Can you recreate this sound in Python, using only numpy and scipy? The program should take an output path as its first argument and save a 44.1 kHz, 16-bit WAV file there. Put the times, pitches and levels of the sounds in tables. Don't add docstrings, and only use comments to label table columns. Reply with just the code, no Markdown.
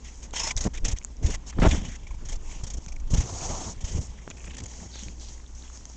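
import sys
import numpy as np
from scipy import signal
from scipy.fft import rfft, irfft, next_fast_len
from scipy.io import wavfile
from scipy.ndimage import uniform_filter1d, map_coordinates

SR = 44100
rng = np.random.default_rng(int(sys.argv[2]) if len(sys.argv) > 2 else 0)


def generate_wav(signal):
    frames = np.transpose(np.atleast_2d(signal))
    scaled = np.clip(frames, -1, 1) * 32767
    pcm = np.round(scaled).astype(np.int16)
    wavfile.write(sys.argv[1], SR, pcm)


def elevation(decibels):
    levels = np.asarray(decibels, float)
    return 10 ** (levels / 20)


N = 262836
T = np.arange(N) / SR


def unit(x):
    return x / np.sqrt(np.mean(x ** 2) + 1e-20)


def wobble(rate, size=N):
    knots = rng.standard_normal(int(size * rate / SR) + 4)
    return map_coordinates(knots, [T[:size] * rate])


def filtered(x, response):
    m = next_fast_len(N + SR // 2)
    return irfft(rfft(x, m) * response(np.fft.rfftfreq(m, 1 / SR)), m)[:N]


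def shape(points):
    hz, db = np.transpose(points)
    return lambda f: elevation(np.interp(np.log(f + 1), np.log(hz + 1), db))


def modes(rows):
    def response(f):
        total = 0
        for k, (hz, width, db) in enumerate(rows):
            total = total + (-1) ** k * elevation(db) * 1j * f * width / (hz * hz - f * f + 1j * f * width)
        return total
    return response


def noise(response, patchy_db):
    z = signal.stft(rng.standard_normal(N), nperseg=256)[2]
    field = uniform_filter1d(rng.standard_normal(z.shape), 4, 0)
    field = uniform_filter1d(field, 6, 1)
    patchy = signal.istft(z * elevation(patchy_db * unit(field)), nperseg=256)[1][:N]
    return unit(filtered(patchy, response))


def span(start, end, edge=.003):
    at = slice(round(start * SR), round(end * SR))
    return at, np.clip(np.minimum(T[at] - start, end - T[at]) / edge, 0, 1)


def swells(rows):
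    s, db, rise, fall = np.transpose(rows)[:4, :, None]
    t = T[::32]
    return elevation(db - 10 * np.maximum((s - t) / np.abs(rise), (t - s) / np.abs(fall)))


def bursts(rows):
    start, end, first_db, last_db = np.transpose(rows)[:4, :, None]
    t = T[::32]
    fade = np.clip(np.minimum(t - start, end - t) / 0.009, 0, 1)
    progress = np.clip((t - start) / (end - start), 0, 1)
    return fade * elevation(first_db + (last_db - first_db) * progress)


def summed(gains, rest_db, extra_db=0):
    power = np.sum((gains * elevation(np.reshape(extra_db, (-1, 1)))) ** 2, axis=0) + elevation(2 * rest_db)
    return np.interp(T, T[::32], np.sqrt(power))


def rings(rows, t60, rise, rough):
    out, t = np.zeros(N + SR), np.arange(2600) / SR
    fade = (1 - np.exp(-t / rise)) * elevation(-60 * t / t60)
    fade = fade / fade.max()
    for (s, db, hz), grit in zip(rows, rng.standard_normal((len(rows), len(t)))):
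        grit = unit(uniform_filter1d(grit, size=int(3 * SR / hz)))
        out[round(s * SR):][:len(t)] += elevation(db) * fade * (1 + rough * grit) * np.sin(2 * np.pi * hz * t)
    return out[:N]


# freq_hz, density_db [dB per Hz]
ROOM_COLOUR = [(53, -22), (90, -4.5), (109, -10.5), (228, -8), (698, -20), (897, -16.5), (1320, -24),
               (4210, -31), (6570, -23), (7520, -26.5), (9120, -50.5), (11900, -84.5), (20100, -120)]
# pitch_hz, level_db [rms]
HUM_PARTIALS = [(59.2, -44), (118.4, -68.5), (236.8, -67)]


def room():
    phase = 2 * np.pi * T + 0.007 * wobble(5)
    hum = 0
    for hz, db in HUM_PARTIALS:
        hum = hum + elevation(db + 2.2 * wobble(12)) * np.sqrt(2) * np.sin(hz * phase)
    air_db = -55.95 + 0.54 * wobble(4.4)
    return hum + elevation(air_db) * noise(shape(ROOM_COLOUR), patchy_db=2.0)


# time_s, level_db
FUR_LEVEL = [
    (0, -100),
    (4.4, -93),
    (4.7, -68.5),
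    (5.12, -78),
    (5.45, -77.5),
    (5.96, -67),
]


def fur():
    snaps = (rng.random(N) < 120 / SR) * elevation(3 * rng.standard_normal(N))
    case = modes([(2600, 5200, -1.5), (6600, 3300, 0)])
    return elevation(np.interp(T, *np.transpose(FUR_LEVEL))) * unit(filtered(snaps, case))


# time_s, peak_db, pitch_hz
HAIR_FLICKS = [(.337, -25.5, 907), (.3095, -44, 3800), (1.0155, -44, 2200), (1.026, -46.5, 2600),
               (1.309, -27, 5590), (1.3095, -33, 1510), (4.104, -46.5, 4960), (4.738, -41, 1738),
               (4.738, -42.5, 4800), (4.802, -45, 1840), (4.9153, -38, 4393), (4.9437, -37, 3800),
               (5.0345, -36, 3000), (5.084, -35, 4170), (5.1826, -48, 3460), (5.198, -41, 4940),
               (5.38, -47, 2003), (5.401, -48, 2090), (5.442, -48, 1303), (5.4635, -45.5, 3580),
               (5.624, -41, 3880), (5.7, -44, 1198), (5.753, -43, 1302), (5.7733, -39, 5100),
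               (5.81, -46, 1280), (5.854, -45, 3210), (5.914, -51, 1100), (5.917, -41, 6000),
               (5.478, -44, 6500), (5.376, -42, 6600), (4.803, -39, 7500), (5.578, -47, 2300),
               (5.679, -46, 2900), (1.168, -44, 5900), (2.822, -43, 6400), (2.612, -44, 1100)]


def hairs():
    return elevation(-2.0) * rings(HAIR_FLICKS, t60=0.00684, rise=.0002, rough=0.49)


# time_s, peak_db, pitch_hz, knock_db [re peak],
# snap_share [ratio]
CASE_TICKS = [(0.3087, -34.5, 7070, -39.5, 0.37), (0.3368, -40, 6030, -3, 0.26),
              (0.566, -13.5, 6110, -39, 0.28), (0.986, -21, 6350, -37, 0.44),
              (1.0479, -14.5, 7200, -49.5, 0.32), (2.8626, -29.5, 6400, -22.5, 0.44),
              (4.302, -24.5, 6925, -27.5, 0.36), (4.3133, -32.5, 2500, -10, 0.23),
              (4.9576, -29, 6120, -12, 0.15), (4.9928, -29, 6390, -33, 0.54),
              (5.0348, -26.5, 6440, -22, 0.4), (5.084, -31, 2380, -22, 0.2),
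              (5.1981, -36.5, 5970, -30, 0.4), (5.774, -34, 6720, -26.5, 0.56),
              (5.8546, -25.5, 6200, -43, 0.34), (5.899, -34, 6360, -14.5, 0.44),
              (1.7135, -17, 3400, -38, 0.16),
              (1.0146, -42, 1900, -30, .4),
    (1.026, -40, 6700, -35, .3),
    (1.034, -36, 7000, -35, .3),
    (1.042, -34, 6800, -35, .3),
    (4.2775, -33, 1500, -1, 1.6),
]


def ticks():
    out, t = np.zeros(N + SR), np.arange(600) / SR
    contacts = CASE_TICKS
    for (s, db, hz, knock_db, share), snap in zip(contacts, rng.standard_normal((len(contacts), len(t)))):
        ring = np.sin(2 * np.pi * hz * t) * elevation(-60 * t / 0.00462) * 1.403 * (1 - np.exp(-t / 0.00018))
        crack = share * snap * elevation(-60 * t / 0.0034)
        knock = elevation(knock_db + 10.5) * (t / 0.0002) * np.exp(1 - t / 0.00019)
        out[round(s * SR):][:len(t)] += elevation(db) * (ring + crack + knock)
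    return filtered(out[:N], lambda f: 1 / (1 + (f / 8100) ** 16))


# time_s, peak_db, pitch_hz
PURR_THUMPS = [(1.586, -21, 161.2), (1.683, -23, 120.5), (1.711, -24.5, 172.4), (1.744, -26.5, 194),
               (1.776, -25, 188.5), (1.815, -30.5, 210), (1.845, -31, 170), (1.881, -33.5, 188),
               (1.917, -35, 194), (2.146, -38, 121), (2.183, -40, 121.7), (2.669, -41.5, 204),
               (2.699, -39, 121), (2.737, -40, 171), (3.104, -32, 140), (3.132, -18, 156),
               (3.199, -26, 121), (3.234, -23, 120.3), (3.699, -35, 178), (4.469, -39.5, 215.3),
               (4.512, -42, 230.3), (5.025, -35.5, 203.8), (5.059, -38, 120.7), (5.095, -40.5, 120.5)]


def thumps():
    return elevation(-3) * rings(PURR_THUMPS, t60=0.059, rise=0.0021, rough=0.22)


# time_s, peak_pressure [signed, full scale 1], width_s
MEMBRANE_SHOVES = [(0.563, -0.15, 0.00313), (.837, -0.26, 0.0055), (.935, -0.165, 0.0029),
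                   (1.248, 0.35, 0.00257), (1.255, -0.2, 0.0033), (1.6285, 0.28, 0.0015),
                   (1.668, -0.26, 0.00175), (1.688, -0.36, 0.0035), (2.349, -0.12, 0.0057),
                   (2.637, -0.1, 0.0017), (2.872, -0.046, 0.0012), (3.137, -0.19, 0.00096),
                   (3.149, 0.23, 0.0031), (3.184, 0.23, 0.00127), (3.193, -0.25, 0.00336),
                   (3.844, -0.159, 0.0022), (3.951, -0.134, 0.0017), (3.993, 0.15, 0.0016),
                   (3.998, -0.088, 0.0029),
                   (1.624, 0.322, 0.000545), (1.6287, 0.32, 0.00047), (1.636, 0.243, 0.0013),
             (1.6522, 0.315, 0.00038), (1.6532, -0.145, 0.00039), (1.6583, 0.22, 0.0005),
             (1.6643, 0.28, 0.00022), (1.6669, -0.34, 0.000424), (1.6702, -0.34, 0.000283),
             (1.675, 0.292, 0.00082), (1.605, 0.21, 0.0045), (1.712, 0.12, 0.0029), (1.721, -0.23, .003),
             (1.728, .15, 0.0031), (3.116, 0.11, .004), (3.2, .1, .002), (.656, 0.096, 0.0012),
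             (.672, 0.17, 0.0015), (.679, -0.15, 0.0011), (1.27, -0.166, 0.00198), (3.963, -0.095, 0.0013),
             (3.988, -0.11, .0012)]
# start_s, end_s, level_db, brightness_hz
TORN_JET = [
    (0.65, 0.681, -25, 695),
    (0.831, 0.847, -31, 280),
    (0.86, 0.924, -37, 352),
    (0.932, 0.941, -25.5, 395),
    (1.257, 1.318, -33.5, 423),
    (1.583, 1.594, -25, 500),
    (1.617, 1.645, -22, 2390),
    (1.645, 1.663, -20.5, 1900),
    (1.659, 1.678, -20.5, 1700),
    (3.931, 4.003, -35, 197),
]


def gusts():
    out = np.zeros(N)
    for s, peak, width in MEMBRANE_SHOVES:
        out += peak * np.exp(-.5 * ((T - s) / width) ** 2)
    for start, end, db, top_hz in TORN_JET:
        at, fade = span(start, end)
        b, a = signal.butter(N=1, Wn=[0.176 * top_hz, top_hz], btype="band", fs=SR)
        eddies = signal.lfilter(b, a, np.cumsum(rng.standard_normal(SR // 4)))
        eddies = eddies * elevation(3.6 * wobble(300, size=SR // 4))
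        out[at] += elevation(db) * fade * unit(eddies[-len(fade):])
    return out


# peak_s, level_db, rise_s [per 10 dB], fall_s [per 10 dB]
PRESSURE_SWELLS = [(.05, -38, -1, 1.12), (.565, -33, 0, 0), (.858, -23, 0.11, 0.1), (1.2, -34, 0.5, -0.55),
                   (1.618, -16, 0.03, 0.034), (1.73, -20.5, 0.06, 0.09), (2.2, -38, 0.82, 0.5),
                   (2.32, -33.5, 0.5, 0.2), (2.786, -27.5, 0.34, 0), (3.135, -22, 0.15, 0),
                   (3.438, -40, 0.15, -0.2), (3.55, -34, -0.9, 0.4), (3.905, -28.5, 0, 0.2),
                   (5.226, -38, 0.4, 0.42)]
# freq_hz, density_db [dB per Hz]
PUSH_COLOUR = [(8, -20.5), (20, 12), (35, -2), (50, 2), (75, -25.5), (200, -71.5)]
# peak_s, churn_db, rise_s [per 10 dB], fall_s [per 10 dB], throat_db [re churn]
AIR_GUSTS = [(.48, -39, 0.2, 0.2, -9), (.672, -24, 0.025, 0.012, -11.5), (.858, -31, 0.06, 0.04, -18),
             (1.255, -23, -0.03, 0.01, -19.5), (1.33, -42.5, 0.12, 0.15, -5.5),
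             (1.591, -27, -0.03, 0.1525, -11), (1.66, -25, 0.0352, 0.0415, -7),
             (1.732, -24, 0.021, 0.05, -13), (1.85, -37, 0.16, 0.05, -15.5), (2.335, -42, 0.1, 0.12, -10),
             (2.652, -42.5, 0.2, 0.04, -11.5), (2.786, -42.5, 0.2, 0.03, -15.5),
             (2.869, -52.5, 0.2, -1, -15.5), (3.133, -23.5, 0.0137, 0.086, -16),
             (3.32, -43, 0.18, 0.43, -3), (3.54, -34, 0.23, 0.1178, -2),
             (3.69, -36.5, 0.2253, 0.0226, -6.5), (3.839, -32.5, 0.03, 0.08, -33.5),
             (3.984, -27.5, 0.05, 0.03, -18), (4.669, -43.5, 1.2, 0.03, -10), (4.84, -39, 0.1, 0.04, -14),
             (5.06, -41, 0, 0.12, -21)]
# freq_hz, density_db [dB per Hz]
CHURN_COLOUR = [(35, -29), (65, 6), (130, -3), (250, -7.5), (500, -17.5), (1500, -51.5), (5000, -74.5)]


def puffs(gate, pulses):
    push = elevation(-3) * summed(swells(PRESSURE_SWELLS), rest_db=-46) * noise(shape(PUSH_COLOUR), patchy_db=0)
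    eddies = gate ** .8 * unit(elevation(2.73 * wobble(45)) * noise(shape(CHURN_COLOUR), patchy_db=2.0))
    churn = elevation(-2.5) * summed(swells(AIR_GUSTS), rest_db=-55) * eddies
    jet = filtered(pulses * elevation(2.7 * wobble(24.945)), lambda f: 1 / (1 + 1j * f / 150) ** 2)
    return push + churn + jet


# start_s, end_s, level_db, low_hz, high_hz
NOSE_RATTLES = [(4.369, 4.379, -55, 1700, 4600), (4.439, 4.449, -49, 800, 3100),
                (4.461, 4.483, -52, 1100, 2770), (4.496, 4.521, -49.5, 1670, 3400),
                (4.532, 4.556, -50, 1700, 3400), (4.566, 4.579, -48.5, 1500, 3400),
                (4.546, 4.555, -44.5, 5700, 7200), (4.565, 4.575, -45, 5600, 7800),
                (4.451, 4.465, -51, 5600, 7800), (4.658, 4.668, -40.5, 6400, 7200),
                (3.136, 3.158, -45.5, 2600, 3700), (3.17, 3.19, -47.5, 1900, 3900),
                (3.204, 3.232, -46.5, 1700, 3600), (1.583, 1.592, -36.5, 510, 1800),
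                (1.282, 1.312, -39, 210, 521), (4.38, 4.43, -59, 1800, 2800), (4.93, 5.0, -56, 1500, 3200),
                (.508, .517, -37.5, 900, 6700), (1.263, 1.272, -40, 5200, 7600),
                (4.18, 4.196, -56, 1500, 2400), (3.988, 4.075, -51, 5500, 7400),
                (3.735, 3.77, -58.5, 1200, 7500), (.522, .534, -56.5, 500, 8700),
                (2.635, 2.645, -43.5, 6200, 7800), (2.737, 2.746, -42.5, 5900, 7500),
                (4.636, 4.644, -44, 6400, 7800), (5.2, 5.3, -54.5, 3020, 5500),
                (0.14, .222, -57, 5300, 7300), (2.42, 2.512, -58, 6200, 7600),
                (1.525, 1.54, -49.5, 750, 2300), (1.698, 1.714, -42, 1500, 7200),
                (1.596, 1.62, -46, 2300, 7200), (4.37, 4.52, -55, 5800, 7400),
                (4.304, 4.318, -46, 800, 2900)]


def rattles():
    out = np.zeros(N)
    for start, end, db, low_hz, high_hz in NOSE_RATTLES:
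        at, fade = span(start, end, edge=0.0025)
        b, a = signal.butter(N=2, Wn=[low_hz, high_hz], btype="band", fs=SR)
        crackle = rng.standard_normal(SR // 4) * elevation(4 * wobble(400, size=SR // 4))
        band = signal.lfilter(b, a, crackle)
        out[at] += elevation(db) * fade * unit(band[-len(fade):])
    return out


# time_s, peak_db, pitch_hz
NASAL_POPS = [(0.5092, -30, 2296), (2.0308, -55, 2250), (2.0677, -39.5, 2281), (2.1067, -50, 2390),
              (2.147, -50.5, 2340), (2.4716, -45.5, 2530), (2.5137, -40, 2240), (2.5521, -47.5, 2673),
              (2.585, -50, 2604), (2.8852, -40.5, 2286), (2.9245, -43.5, 2400), (2.9647, -44.5, 2204),
              (3.0006, -52, 2264), (4.371, -44, 2572), (4.4034, -48, 2608), (4.4428, -48, 2202),
              (4.4657, -43, 2413), (4.4754, -41.5, 1959), (4.5865, -36.5, 3106), (4.6593, -43.5, 2130)]


def pops():
    return elevation(-4.0) * rings(NASAL_POPS, t60=0.018, rise=0.0009, rough=.5)


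# start_s, end_s, first_hz, last_hz, level_db
WHEEZE_GLIDES = [(0.345, 0.529, 5370, 5336, -36.5), (0.332, 0.552, 980.9, 997.8, -44),
                 (0.505, 0.513, 2254, 2280, -37), (0.575, 0.583, 3653, 3644, -41),
                 (0.765, 0.786, 2374, 2406, -49), (2.024, 2.161, 2250, 2362, -63.5),
                 (2.414, 2.629, 2208, 2820, -61), (2.858, 2.987, 2350, 2343, -66),
                 (3.408, 3.416, 2340, 2340, -43), (2.024, 2.164, 948, 950, -60),
                 (2.429, 2.587, 950, 948.6, -59), (4.348, 4.643, 2344, 3370, -61.5),
                 (4.909, 5.047, 4510, 3300, -50.5)]


def wheeze(gate):
    out = np.zeros(N)
    for start, end, first_hz, last_hz, db in WHEEZE_GLIDES:
        width_hz = 220 + .06 * first_hz + .75 * abs(last_hz - first_hz)
        at, fade = span(start, end, edge=0.24 * (end - start))
        phase = 2 * np.pi * np.cumsum(np.linspace(first_hz, last_hz, len(fade))) / SR
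        a = wobble(width_hz, size=SR // 2)[:len(fade)]
        b = wobble(width_hz, size=SR // 2)[:len(fade)]
        out[at] += elevation(db) * fade * unit(a * np.cos(phase) + b * np.sin(phase))
    return gate ** 1.6 * out


# first_opening_s, last_opening_s, chop_depth [0-1], closing_s, pulse_db
PURR_TRAINS = [(0.232, 0.272, 0.2, 0.013, -31), (0.32, 0.506, 0.34, 0.00525, -42),
               (0.5705, .605, 0.72, 0.00577, -25), (0.745, .771, .6, .009, -39),
               (0.847, 0.88, 0.7, 0.0048, -25.5), (1.22, 1.339, 0.3, 0.0074, -26),
               (1.589, 1.681, 1, 0.014, -25), (1.722, 1.743, 0.05, 0.015, -25),
               (1.777, 1.95, 0.35, 0.0084, -31), (2.031, 2.141, 0.7, .005, -37),
               (2.248, 2.354, 0.83, 0.0108, -35), (2.436, 2.585, 0.1, 0.0085, -40),
               (2.63, 2.768, 0.94, 0.0083, -54), (2.88, 2.998, 0.79, 0.0034, -62),
               (3.068, 3.203, 0.49, 0.0075, -30), (3.763, 3.912, 0.38, 0.0174, -34),
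               (4.131, 4.172, 0.45, 0.0123, -46), (4.295, 4.4, 0.3, 0.0074, -42),
               (4.436, 4.468, 0.7, 0.011, -35.5), (4.492, 4.531, 0.35, 0.017, -39),
               (4.58, 4.6, 0.9, 0.0044, -46), (4.633, 4.656, 0.63, .004, -45),
               (4.707, 4.726, .27, .009, -53)]


def larynx():
    rise_s, shut_s, purr_per_s = .0045, .005, 28
    gate, pulses = np.ones(N), np.zeros(N)
    for first, last, depth, fall_s, pulse_db in PURR_TRAINS:
        period = (last - first) / round((last - first) * purr_per_s)
        on = (T >= first) & (T < last + period)
        age = (T[on] - first) % period
        flow = unit((1 - np.exp(-age / rise_s)) ** 2 * np.exp(-age / fall_s))
        leak = (1 - depth) * (1 - depth * np.exp((age - period) / shut_s))
        gate[on] = unit(leak + depth * flow)
        pulses[on] = elevation(pulse_db) * (flow - flow.mean())
    return gate, pulses


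# start_s, end_s, first_db, last_db [hiss], cavity_db [re hiss]
SHORT_SNIFFS = [(0.042, 0.108, -51.5, -51, -1.5), (0.221, 0.274, -43, -57, -5),
                (0.328, 0.383, -43, -29.5, -2), (0.374, 0.526, -33, -36, -3),
                (0.565, 0.647, -34, -32, -10.5), (0.626, 0.681, -31.5, -43.5, -6.5),
                (0.732, 0.793, -47, -48, 1), (0.843, 0.914, -30.5, -36, -5.5),
                (0.894, 0.939, -34, -42.5, -5), (0.96, 0.987, -43.5, -50, -1),
                (1.224, 1.276, -50, -35, -2.5), (1.26, 1.365, -43, -39.5, -2),
                (1.461, 1.514, -45, -40, -7.5), (2.247, 2.327, -52, -38.5, -4),
                (2.318, 2.372, -40, -50.5, -5.5), (2.632, 2.798, -43.5, -51, -7.5),
                (2.88, 3.023, -49, -61.5, -10.5), (3.068, 3.1, -58, -61.5, -5), (3.768, 3.806, -63, -64, 4),
                (3.803, 3.842, -44.5, -55.5, -3), (3.837, 3.996, -41.5, -45, -6.5),
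                (4.299, 4.321, -55, -47, 2), (4.574, 4.614, -42, -45.5, -5.5), (4.63, 4.87, -48, -52.5, -8)]
# start_s, end_s, first_db, last_db [hiss], cavity_db [re hiss]
LONG_BREATHS = [
    (1.593, 1.664, -51.5, -37.5, 4),
    (1.655, 1.705, -35.5, -40.5, -2.5),
    (1.704, 1.827, -32, -52, 2),
    (1.825, 1.974, -48, -49.5, 1.5),
    (3.095, 3.16, -47.5, -32.5, -9.5),
    (3.157, 3.27, -33.5, -45, -7),
    (3.258, 3.422, -44, -38.5, -11),
    (3.407, 3.701, -38, -41, -11),
    (3.688, 3.742, -39.5, -49.5, -16.5),
]
# peak_s, hiss_db, rise_s [per 10 dB], fall_s [per 10 dB], cavity_db [re hiss]
SOFT_BREATHS = [(.12, -56, -0.2, 0.1, -5), (1.063, -65, -1.24, 0.4, -8.5), (1.532, -68, 0.4, -2, 6.5),
                (2.08, -58, 0.09, 0.14, -1), (2.519, -48.5, -0.07, 0.116, -4.5),
                (2.85, -54.5, -0.1, 0.05, -12.5), (4.011, -45, 0, 0.06, -10), (4.19, -65.5, 0.36, 0.18, 6),
                (4.285, -60, 0.3, 3, -10), (4.47, -52, 0.028, 0, -5), (4.87, -55, 0.7, 0, -21.5),
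                (5.02, -46, 0.12, 0.07, -6.5), (5.1, -51.5, 0.35, -0.04, -10),
                (5.216, -48, -0.03, 0.15, -12), (5.285, -47.5, 0, 0.06, -7.5), (5.55, -52, 0, 0.3, -15),
                (5.635, -61.5, 0, 0.1, 5.5), (5.755, -48.5, 0.0336, -0.03, -11), (5.94, -55, 0.3, 10, -11)]
# freq_hz, density_db [dB per Hz]
NOSTRIL_COLOUR = [(2470, -26), (4200, -11), (4530, -11), (4840, -7), (5070, -11.5), (5360, -2.5), (6680, 2),
                  (7700, -8.5), (8630, -20.5), (9120, -34), (11900, -79.5), (20100, -120)]
# freq_hz, width_hz, level_db
CAVITY_MODES = [(2004, 770, -2.5), (3260, 520, -1), (3860, 330, -9)]
# freq_hz, width_hz, level_db
THROAT_MODES = [(590, 900, 6), (935, 700, 7)]


def nose(gate):
    breaths = np.vstack([bursts(SHORT_SNIFFS + LONG_BREATHS), swells(SOFT_BREATHS)])
    cavity_db = [row[4] for row in SHORT_SNIFFS + LONG_BREATHS + SOFT_BREATHS]
    flow = summed(breaths, rest_db=-77)
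    ring = summed(breaths, -84.5, cavity_db)
    rush = summed(swells(AIR_GUSTS), -89.5, [row[4] for row in AIR_GUSTS])
    rush = rush * np.minimum(flow / elevation(-54.5), 1)
    flutter = elevation(1.17 * wobble(60))
    hiss = flow * noise(shape(NOSTRIL_COLOUR), patchy_db=1.5)
    cavity = elevation(-2.0) * ring * noise(modes(CAVITY_MODES), patchy_db=2.5)
    throat_noise = noise(lambda f: modes(THROAT_MODES)(f) * f / (f + 300), patchy_db=1.0)
    throat = elevation(-2.5) * np.hypot(elevation(-11) * flow, rush) * throat_noise
    return flutter * (gate * hiss + gate ** 0.64 * cavity + gate ** 0.4 * throat)


def scene():
    gate, pulses = larynx()
    contacts = fur() + hairs() + ticks()
    wind = thumps() + gusts() + puffs(gate, pulses)
    breath = rattles() + pops() + wheeze(gate) + nose(gate)
    return (room() + contacts + wind + breath)[None]


def top_cut(x):
    return signal.sosfilt(signal.butter(12, 9270, fs=SR, output="sos"), x)


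def record(dry):
    def band(f):
        return 1j * f / (14 + 1j * f) / (1 + (f / 8700) ** 30) * (f < 9250)
    squeezed = dry[0] / (1 + np.abs(dry[0] / .62) ** 4) ** .25
    return top_cut(filtered(squeezed, band)[None])


dry = scene()
out = record(dry)
generate_wav(out)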